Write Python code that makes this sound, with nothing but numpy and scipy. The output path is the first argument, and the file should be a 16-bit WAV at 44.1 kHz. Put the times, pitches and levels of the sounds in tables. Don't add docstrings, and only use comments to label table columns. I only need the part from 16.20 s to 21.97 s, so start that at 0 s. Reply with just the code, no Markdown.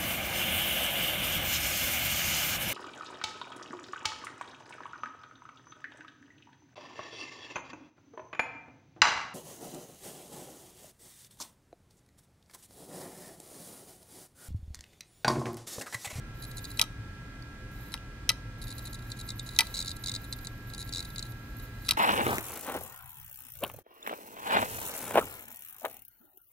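import sys
import numpy as np
from scipy import signal
from scipy.fft import rfft, irfft, next_fast_len
from scipy.io import wavfile
from scipy.ndimage import uniform_filter1d

SR = 44100
rng = np.random.default_rng(int(sys.argv[2]) if len(sys.argv) > 2 else 0)


def makeup_ratio(level_db):
    decades = np.asarray(level_db, float) / 20
    return 10 ** decades


def digitize_waveform(pressure):
    field = np.atleast_2d(pressure).T
    bounded = np.clip(field, -1, 1)
    quanta = np.round(bounded * 32767).astype(np.int16)
    wavfile.write(sys.argv[1], SR, quanta)


N = 254456
SIZE = next_fast_len(N + SR)
HZ = np.arange(SIZE // 2 + 1) * SR / SIZE
TURN_S = 0.01124


def rms_one(x):
    return x / np.sqrt(np.mean(x ** 2) + 1e-20)


def at_hz(points):
    hz, value = np.transpose(points)
    return np.interp(np.log(HZ + 1), np.log(hz), value)


def filtered(x, response):
    return irfft(rfft(x, SIZE) * response, SIZE)[..., :N]


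def shaped(spectrum):
    return rms_one(irfft(spectrum, SIZE)[:, :N])


def resonance(hz, width_hz):
    return 1j * HZ * width_hz / (hz ** 2 - HZ ** 2 + 1j * HZ * width_hz)


def ears(pan_db, lag_rad):
    return np.array([[makeup_ratio(pan_db / 2)], [makeup_ratio(-pan_db / 2) * np.exp(-1j * lag_rad)]])


# mode_hz, left_right_db, right_lag_rad
MIC_PAIR = [(1300, -1, 0), (2100, 2.5, .3), (2500, 2, .7), (3050, 3, -.5), (3900, 0, .55),
            (4750, -3.5, 1.2), (6700, 1.5, 1.1), (8150, 2.5, 1.9), (9100, 1, .6), (10100, 3, 2.5),
            (11000, -2, 2.1), (12500, 3, 3.1), (14400, 5, 3.6)]


def body(modes):
    at_mode_hz, pan_db, lag_rad = np.transpose(MIC_PAIR)
    total = 0
    for k, (hz, width_hz, db) in enumerate(modes):
        sides = ears(np.interp(hz, at_mode_hz, pan_db), np.interp(hz, at_mode_hz, lag_rad))
        total = total + (-1) ** k * makeup_ratio(db) * sides * resonance(hz, width_hz)
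    return total


# freq_hz, likeness
LIKENESS = [(60, 1.0), (150, 1), (380, 0.95), (950, 0.69), (2380, -0.004), (5980, -0.31), (15000, 0.094)]


def stereo_noise():
    alike = np.clip(at_hz(LIKENESS), -1, 0.996)
    mid, side = rfft(rng.standard_normal((2, SIZE)))
    return np.sqrt(1 + alike) * mid + np.sqrt(1 - alike) * side * [[1], [-1]]


def contacts(times_s, peak_db, length_s, modes, edge_s, drag_db):
    t = np.arange(4096) / SR
    after = np.maximum(t - np.reshape(length_s, (-1, 1)), 0)
    onset = 1 - np.exp(-(t / edge_s) ** 2)
    decay = np.exp(-after / edge_s) + makeup_ratio(drag_db) * np.exp(-after / 0.0043)
    shape = onset * decay * (t < 0.04)
    apart = 0.51 * rng.standard_normal((len(times_s), 2, len(t)))
    spray = shape[:, None] * (rng.standard_normal((len(times_s), 1, len(t))) + apart)
    ring = irfft(body(modes), SIZE)[:, :len(t) // 2]
    rung = irfft(rfft(spray) * rfft(ring, len(t)), len(t))
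    loudest_2ms = uniform_filter1d(np.mean(rung ** 2, axis=1), size=80).max(axis=1) ** 0.5
    rung = rung * (makeup_ratio(peak_db) / loudest_2ms)[:, None, None]
    out = np.zeros((2, N + len(t)))
    for s, sound in zip(times_s, rung):
        first = round(s * SR)
        out[:, first:first + len(t)] += sound
    return out[:, :N]


# freq_hz, density_db_per_hz
ROOM_AIR = [(12, -45), (20, 3), (86, -9.5), (116, -0.5), (142, -11.5), (293, -15.5), (527, -30.5),
            (574, -28), (1260, -29.5), (1370, -23.5), (1480, -30), (1660, -24.5), (1860, -29),
            (4540, -36.5), (16000, -53.5)]
# freq_hz, width_hz, rms_db
HUM = [(38, 35, -49.5), (115.3, 12.7, -50.5), (205.7, 29, -65), (285.6, 38, -62), (512, 52, -66.5)]
# freq_hz, rms_db, wander_hz, left_right_db
FAN_LINES = [(410.4, -71.5, 1.62, 10.5), (1348, -60, 1.29, -4), (1634, -57, 0.86, -4.5),
             (2024, -67.5, 2.52, -2), (2447, -73.5, 3.2, -17)]


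def fans():
    out = makeup_ratio(-43.5) * shaped(stereo_noise() * makeup_ratio(at_hz(ROOM_AIR)))
    air = stereo_noise()
    for hz, width_hz, db in HUM:
        out += makeup_ratio(db) * shaped(air * resonance(hz, width_hz) ** 2)
    for hz, db, wander_hz, pan_db in FAN_LINES:
        slow = np.exp(-(HZ / 2.78) ** 2)
        speed, level = rms_one(filtered(rng.standard_normal((2, N)), slow))
        phase = 2 * np.pi * np.cumsum(hz + wander_hz * speed) / SR
        tone = np.real(ears(pan_db, -hz / 1900) * np.exp(1j * phase))
        out += np.sqrt(2) * makeup_ratio(db + 0.5 * level) * tone
    return out


# time_s, hiss_db
FLIGHT = [
    [(.145, -79), (.43, -74), (.59, -77)],
    [(1.51, -82), (1.6, -82), (1.725, -80)],
    [(2.38, -78), (2.61, -75.5), (2.85, -76), (3.6, -75.5), (4.25, -78.5), (4.4, -84)],
    [(4.4, -82), (4.6, -72), (5.3, -81.5), (5.45, -78.5), (5.69, -77)],
]
# freq_hz, density_db_per_hz
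HISS = [(3000, 5), (4000, -14), (5200, -5.5), (10000, -5), (13000, -26)]
# freq_hz, width_hz, level_db
TOP_HISS = [(10600, 1500, -3), (12700, 1100, -2), (14400, 300, 4), (15600, 350, 0)]
# landing_s, whistle_lead_ms, chatter_half_turns, peak_db
RETRIES = [(0.2218, 36, 6, -39.5), (0.312, 46, 1, -41), (0.3683, 21, 5, -37.5), (0.442, 36, 3, -34.5),
           (0.5029, 26, 3, -40.5), (0.5713, 38, 2, -34), (2.4785, 37, 3, -39), (2.5807, 43, 3, -37.5),
           (2.6572, 37, 4, -38.5), (2.7287, 31, 1, -37), (2.901, 30, 2, -41), (3.075, 42, 1, -45),
           (3.187, 33, 1, -45), (3.261, 38, 2, -42), (3.444, 22, 3, -48), (3.5404, 42, 1, -26.5),
           (3.7644, 32, 1, -39.5), (3.837, 46, 2, -29), (4.0412, 26, 2, -41), (4.1257, 52, 2, -24),
           (4.1868, 26, 1, -42.5), (4.2468, 37, 2, -36.5), (4.5, 31, 1, -42), (4.6743, 32, 2, -43),
           (4.9014, 30, 1, -40), (4.959, 44, 1, -32.5), (5.12, 34, 1, -45), (5.396, 31, 1, -45),
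           (5.452, 34, 1, -59), (5.648, 32, 6, -41)]
# start_s, end_s, level_db
FAILED_LOAD = (1.6, 1.73, -62)
WHISTLE_HZ, WHISTLE_WIDTH_HZ, WHISTLE_DB, WHISTLE_OVERLAP_S = 11800, 380, -54, 0.0042
FAINT_WHISTLE_DB, WHISTLE_FADES = -68.5, 0.6
RUB_DB = 11


def flight():
    t, faint, top = np.arange(N) / SR, np.zeros(N), np.zeros(N)
    for rows in FLIGHT:
        s, top_db = np.transpose(rows)
        faint_db = FAINT_WHISTLE_DB - WHISTLE_FADES * (top_db + 70.5)
        on = (t >= s[0]) & (t <= s[-1])
        faint[on] = makeup_ratio(np.interp(t[on], s, faint_db))
        top[on] = makeup_ratio(np.interp(t[on], s, top_db))

    bursts = np.zeros(N)
    for s, lead_ms, _, _ in RETRIES:
        bursts += makeup_ratio(WHISTLE_DB) * (t > s - lead_ms / 1000) * (t < s + WHISTLE_OVERLAP_S)
    bursts *= faint > 0
    start_s, end_s, load_db = FAILED_LOAD
    bursts += makeup_ratio(load_db) * (t > start_s) * (t < end_s)

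    band = np.exp(-((HZ - WHISTLE_HZ) / (WHISTLE_WIDTH_HZ / 2)) ** 2)
    whistle = rms_one(filtered(rng.standard_normal(N), band * ears(-7.4, 3.6)))
    whistle /= uniform_filter1d(np.mean(whistle ** 2, axis=0), size=4000) ** 0.5
    whistle *= faint + uniform_filter1d(bursts, size=260)

    hiss = shaped(stereo_noise() * makeup_ratio(at_hz(HISS)))
    apart = 1.6 * rng.standard_normal((2, N))
    top_hiss = rms_one(filtered(rng.standard_normal(N) + apart, body(TOP_HISS)))
    once_a_turn = 1 + 0.36 * np.cos(2 * np.pi * t / TURN_S)
    rub_modes = body(ARM) + makeup_ratio(-6.5) * body(SLIDER)
    rub = rms_one(filtered(once_a_turn * rng.standard_normal(N), rub_modes))
    patchy = makeup_ratio(2.8 * rms_one(filtered(rng.standard_normal(N), np.exp(-(HZ / 7.5) ** 2))))
    return whistle + top * patchy * (makeup_ratio(14.5) * hiss + makeup_ratio(12) * top_hiss + makeup_ratio(RUB_DB) * rub)


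# first_s, turns, first_peak_db, last_peak_db
RUNS = [(2.4158, 3, -37.5, -41), (2.502, 3, -37, -36), (2.7424, 2, -35, -41), (2.988, 3, -38, -35),
        (3.3227, 3, -45, -45), (3.5448, 4, -28, -27), (3.5901, 4, -21, -29), (3.6462, 3, -34, -32),
        (3.6808, 3, -24.5, -34), (3.8596, 2, -25.5, -25), (3.8819, 2, -25, -24), (3.9385, 3, -26.5, -25.5),
        (4.535, 2, -33, -35), (4.579, 5, -34, -35), (4.7243, 2, -28.5, -25), (4.7469, 6, -26, -25.5),
        (4.9812, 2, -27, -28), (5.0506, 2, -43, -46)]
# time_s, peak_db
GRAZES = [(1.719, -41), (1.7256, -41), (2.4696, -40), (2.652, -38), (2.788, -46), (2.821, -46),
          (2.9174, -26.5), (2.966, -48), (3.088, -29), (3.103, -27.5), (3.1171, -45), (3.194, -27.5),
          (3.29, -30), (3.3066, -45), (3.362, -27.5), (3.3708, -43), (3.375, -46), (3.4677, -34.5),
          (3.572, -26), (3.604, -42), (3.676, -28), (3.7143, -26.5), (3.9154, -27.5), (4.2698, -28),
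          (4.597, -38), (4.6073, -40), (4.691, -36), (4.8253, -36), (4.8476, -36.5), (5.0258, -26.5)]
HALF_TURN_LOSS_DB = 4


def graze_times():
    grazes = [(s, db, 0) for s, db in GRAZES]   # time_s, peak_db, loose
    for s, _, halves, db in RETRIES:
        for k in range(round(halves)):
            grazes.append((s + k * TURN_S / 2, db - HALF_TURN_LOSS_DB * (k % 2), k > 0))
    for s, turns, first_db, last_db in RUNS:
        for k in range(round(turns)):
            db = first_db + (last_db - first_db) * k / (round(turns) - 1)
            grazes.append((s + k * TURN_S, db, 0))
    s, db, loose = np.transpose(grazes)
    chance = rng.standard_normal((len(s), 2))
    return s + 0.0012 * loose * chance[:, 0], db + 2.4 * loose * chance[:, 1]


# freq_hz, width_hz, level_db
ARM = [(2100, 25, -5.5), (3644, 32, 5.5), (3810, 124, 8.5), (4058, 237, 11), (4140, 300, -3),
       (4580, 80, -10), (4815, 72, 4.5), (5300, 260, -11.5), (5600, 110, -4)]
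SLIDER = [(6813, 350, 7), (7850, 200, 4), (8040, 350, 10), (8140, 52, 10), (9300, 120, -22)]
SUSPENSION = [(9300, 290, -1), (9790, 180, 17), (10920, 290, 24.5), (11300, 300, -21), (12400, 640, -35),
              (14400, 250, -19), (15600, 270, -38)]
GRAZE_MS, SHORTER_PER_DB, LENGTH_SPREAD_DB = 2.56, 0.51, 5
SUSPENSION_LOSS_DB, SUSPENSION_TOP_DB = 4.5, -42.5


def ticks():
    s, db = graze_times()
    chance = rng.standard_normal((len(s), 2))
    length_db = -SHORTER_PER_DB * (db + 33.5) + LENGTH_SPREAD_DB * chance[:, 0]
    length_s = GRAZE_MS / 1000 * makeup_ratio(length_db)
    slider_db = db - 11.5 + 2.0 * rng.standard_normal(len(s))
    high_db = np.minimum(db - SUSPENSION_LOSS_DB, SUSPENSION_TOP_DB) + 0.83 * chance[:, 1]
    arm = contacts(s, db - 6.5, length_s, ARM, edge_s=0.0002, drag_db=-14)
    slider = contacts(s, slider_db, length_s, SLIDER, edge_s=0.0004, drag_db=-6)
    suspension = contacts(s, high_db - 2.5, length_s, SUSPENSION, edge_s=0.00027, drag_db=-5)
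    return arm + slider + suspension


# time_s, peak_db, bounce_after_ms, bounce_peak_db
BLOWS = [
    (0.5942, -14, 9.4, -46),
    (.614, -10.5, 10.5, -25),
    (1.7397, -26, 4.9, -49),
    (2.0913, -12, 8.8, -19),
    (3.388, -7.5, 5.2, -27),
    (3.406, -14.5, 12, -41),
    (5.6891, -15, 8.5, -49),
    (5.7087, -12, 10.2, -27.5),
]
# time_s, peak_db
TOUCHES = [
    (.59, -32),
    (1.7523, -44),
    (3.4036, -36),
    (5.6843, -28),
]
# freq_hz, width_hz, level_db
THUD = [(465, 240, -12.5), (733, 340, -7.5), (918, 65, 3.5), (1290, 66, 7.5), (1600, 1600, -20.5)]
CASTING = [(1998, 34.4, 3), (2355, 130, -2.5), (2594, 130, -1), (2800, 130, -5), (3215, 320, -1),
           (3830, 430, -33), (3805, 184, 5.5), (4035, 376, 2.5), (4545, 84, 2), (5200, 170, -0.5),
           (5710, 280, -2.5), (6350, 320, -8.5)]
CRACK = [(6850, 240, 2), (7570, 340, 5.5), (8200, 480, 5.5), (9100, 930, 5.5), (10560, 680, 13),
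         (11200, 3500, -5), (13600, 1400, 1), (12100, 530, 10), (13300, 310, -33), (15200, 1200, -25)]
RATTLE_S, RATTLE_LOSS_DB = 0.025, 24
THUD_DB, THUD_FOLLOWS, BOUNCE_THUD_DB = -36, 0.23, 6.5
CRACK_DB, BOUNCE_CRACK_DB = -8.5, -4.5
SLAM_DB, SLAM_THUD_SHARE = -10.5, 2.04


def clacks():
    hits = [(s, db, 0) for s, db in TOUCHES]   # time_s, peak_db, bounce share
    for s, db, after_ms, bounce_db in BLOWS:
        share = SLAM_THUD_SHARE if db > SLAM_DB else 1
        hits.append((s, db, 0))
        hits.append((s + after_ms / 1000, bounce_db, share))
        hits.append((s + RATTLE_S, db - RATTLE_LOSS_DB, 0))
    s, db, bounce = np.transpose(hits)
    thud_db = np.minimum(THUD_DB + THUD_FOLLOWS * (db + 12.5), db - 9.5 + 12 * bounce)
    thud_db = thud_db + BOUNCE_THUD_DB * bounce
    crack_db = db + CRACK_DB + BOUNCE_CRACK_DB * (bounce > 0)
    casting = contacts(s, db - 3.5, 0.00025, CASTING, edge_s=0.00015, drag_db=-17)
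    thud = contacts(s, thud_db - 2, 0.0039, THUD, edge_s=0.001, drag_db=-8)
    crack = contacts(s, crack_db, 0.0013, CRACK, edge_s=0.00018, drag_db=-0.5)
    return casting + thud + crack


# time_s, peak_db, ping_hz
SETTLES = [
    (1.2231, -46, 4560),
    (1.7405, -33.5, 2080),
    (1.776, -44, 2800),
    (3.4085, -24.5, 2320),
]


def settles():
    out = np.zeros((2, N))
    for s, db, hz in SETTLES:
        modes = [(hz, 160, 0), (11000, 7000, -23)]
        out += contacts([s], np.array([db]), 0.001, modes, edge_s=0.0004, drag_db=-25)
    return out


SHOP_T60_S, SHOP_DB = 0.15, -22


def workshop(x):
    t = np.arange(SR // 2) / SR
    dull, bright = rng.standard_normal((2, 2, len(t)))
    dull = signal.lfilter([0.35], [1, -0.65], dull) * makeup_ratio(-60 * t / SHOP_T60_S)
    bright = 0.72 * bright * makeup_ratio(-60 * t / (2.1 * SHOP_T60_S))
    tail = (dull + bright) * (t > 0.003)
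    tail /= np.sqrt(np.sum(tail ** 2) / 2)
    return filtered(x.mean(axis=0), rfft(tail, SIZE)) * makeup_ratio(SHOP_DB)


def scene():
    drive = ticks() + clacks() + settles()
    return drive + workshop(drive) + flight() + fans()


def low_pass(x):
    return signal.sosfilt(signal.butter(12, 16660, fs=SR, output="sos"), x)


MIC_LOW_HZ, MIC_TOP_HZ = 33, 15800


def record(dry):
    low_loss = (MIC_LOW_HZ / (HZ + 1)) ** 8
    top_loss = (HZ / MIC_TOP_HZ) ** 300
    colour = 1 / np.sqrt((1 + low_loss) * (1 + top_loss))
    return low_pass(0.9 * np.tanh(filtered(dry, colour) / 0.9))


dry = scene()
out = record(dry)
digitize_waveform(out)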